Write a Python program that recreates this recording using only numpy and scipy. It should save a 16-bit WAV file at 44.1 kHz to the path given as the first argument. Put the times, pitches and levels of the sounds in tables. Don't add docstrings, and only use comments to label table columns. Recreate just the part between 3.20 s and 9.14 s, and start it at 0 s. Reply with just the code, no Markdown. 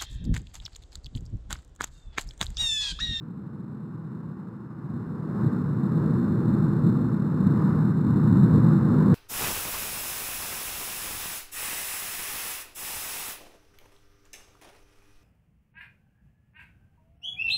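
import sys
import numpy as np
from scipy import signal
from scipy.fft import rfft, irfft
from scipy.io import wavfile
from scipy.ndimage import uniform_filter1d

SR = 44100
rng = np.random.default_rng(int(sys.argv[2]) if len(sys.argv) > 2 else 0)


def unload_wav(signal):
    wavfile.write(
        sys.argv[1],
        SR,
        np.round(np.clip(np.atleast_2d(signal).T, -1, 1) * 32767).astype(np.int16),
    )


N = 262123
TIME_S = np.arange(N) / SR
BIN_HZ = np.maximum(np.arange(N // 2 + 1) * SR / N, 1)


def from_db(db):
    return 10 ** (np.asarray(db) / 20)


def in_time(rows):
    row_s, *columns = np.transpose(rows)
    return [np.interp(TIME_S, row_s, column) for column in columns]


def spectrum_db(points):
    known_hz, db = np.transpose(points)
    return np.interp(np.log(BIN_HZ), np.log(known_hz), db)


def bump(offset, width):
    return np.exp2(-(2 * offset / width) ** 2)


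def turbulence(gain, steady_s):
    noise = irfft(rfft(rng.standard_normal(N)) * gain, N)
    span = max(int(steady_s * SR), 2)
    power = uniform_filter1d(noise ** 2, span)
    power = uniform_filter1d(power, span)
    return noise / np.sqrt(power + 1e-20)


# frequency in Hz, relative density in dB per Hz.
AIR_COLOUR = [(1000, 0.5), (2600, 0.5), (3300, -6.5), (5000, -13.5), (8000, -19), (12000, -33.5)]
AIR_DB = -79.5


def air():
    colour = from_db(spectrum_db(AIR_COLOUR))
    return from_db(AIR_DB) * turbulence(colour, steady_s=0.5)


RUSH_STEADY_S = 0.45
# frequency in Hz, relative density in dB per Hz.
RUSH_COLOUR = [(450, -12.5), (680, -7.5), (850, -1), (1100, 1.5), (1500, -4.5), (1750, -11.5), (2000, -19),
               (2250, -27), (2750, -35), (3200, -46), (4400, -51), (5000, -47), (5900, -53), (15000, -66)]


def rush(rush_db):
    colour = from_db(spectrum_db(RUSH_COLOUR))
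    return from_db(rush_db) * turbulence(colour, RUSH_STEADY_S)


FLUTTER_RMS_DB, FLUTTER_HZ = 0.93, 7


def flutter():
    ratio = BIN_HZ / FLUTTER_HZ
    band = ratio ** 2 / (1 + ratio ** 4)
    wobble = irfft(rfft(rng.standard_normal(N)) * band, N)
    return FLUTTER_RMS_DB * wobble / wobble.std()


SURGE_WIDTH_S = 0.065
# centre in seconds, lift of the rumble in dB.
SURGES = [(1.74, 4.5), (2.26, 4), (3.32, 4), (3.44, 3.5), (3.68, 6.5), (4.258, 4.5), (5.16, 3)]


def surges():
    return sum(lift_db * bump(TIME_S - centre_s, SURGE_WIDTH_S) for centre_s, lift_db in SURGES)


GROWL_FROM_HZ = 288.6
RUMBLE_STEADY_S, GROWL_STEADY_S = 0.052, 0.11
# frequency in Hz, relative density in dB per Hz.
ROAR_COLOUR = [(12, -64.5), (27, -52), (36, -40), (50, -31.5), (64, -23), (80, -15.5), (110, -5.5),
               (160, -0.5), (210, -3), (280, -11), (400, -18), (500, -25), (620, -33), (800, -47.5),
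               (1300, -84.5)]
# centre in Hz, width in Hz, gain in dB.
TERRAIN = [(64, 10, 0.5), (120, 17, 3), (157.1, 14.4, 6), (169.7, 19, -2), (201.4, 28, 3), (228, 8.8, -3),
           (247.6, 22, 3.5), (276, 22, -2.5), (294.4, 16, 2.5), (334.2, 25, 6.5), (359.4, 17, -4),
           (479.4, 17, 4)]


def roar(rumble_db, growl_db):
    terrain_db = sum(db * bump(BIN_HZ - centre_hz, width_hz) for centre_hz, width_hz, db in TERRAIN)
    colour = from_db(spectrum_db(ROAR_COLOUR) + terrain_db)
    large_share = 1 / (1 + (BIN_HZ / GROWL_FROM_HZ) ** 16)
    large_eddies = turbulence(colour * np.sqrt(large_share), RUMBLE_STEADY_S)
    small_eddies = turbulence(colour * np.sqrt(1 - large_share), GROWL_STEADY_S)
    return from_db(rumble_db) * large_eddies + from_db(growl_db) * small_eddies


# time in seconds, rumble level in dB, growl level in dB, rush level in dB.
JET = [(0.0, -37.5, -49.5, -59), (1.05, -35.5, -47.5, -54.5), (1.48, -40, -49.5, -55.5),
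       (1.7, -34.0, -45.5, -51.5), (2.03, -32.0, -41, -50.0), (2.23, -25.5, -34, -42.5),
       (2.5, -25.5, -39.0, -47.0), (2.85, -22, -32, -43.0), (3.15, -23.5, -33, -44.5),
       (3.35, -23.0, -31.5, -43), (3.8, -22.5, -33.5, -44.0), (4.08, -24.5, -37, -46),
       (4.43, -20, -32, -39), (4.78, -21.5, -35.0, -44.0), (5.18, -17, -30.5, -40), (5.5, -16, -28.5, -39),
       (5.66, -20, -31, -40.5), (5.84, -17.5, -28, -38.0)]


def jet():
    rumble_db, growl_db, rush_db = in_time(JET)
    rumble_db = rumble_db + surges() + flutter()
    return roar(rumble_db, growl_db) + rush(rush_db)


FADE_IN_S = 0.01


def scene():
    fade_in = np.minimum(TIME_S / FADE_IN_S, 1)
    return (fade_in * (jet() + air()))[None]


CLOCK_HZ, CUTOFF_HZ = 48000, 15620


def record(dry):
    slip_ticks = (np.arange(N) * CLOCK_HZ / SR) % 1 - 0.5
    slip_samples = slip_ticks * SR / CLOCK_HZ
    sampled = dry - slip_samples * np.gradient(dry, axis=-1)
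    low_pass = signal.ellip(14, 0.1, 80, CUTOFF_HZ, fs=SR, output="sos")
    return signal.sosfilt(low_pass, sampled)


dry = scene()
out = record(dry)
unload_wav(out)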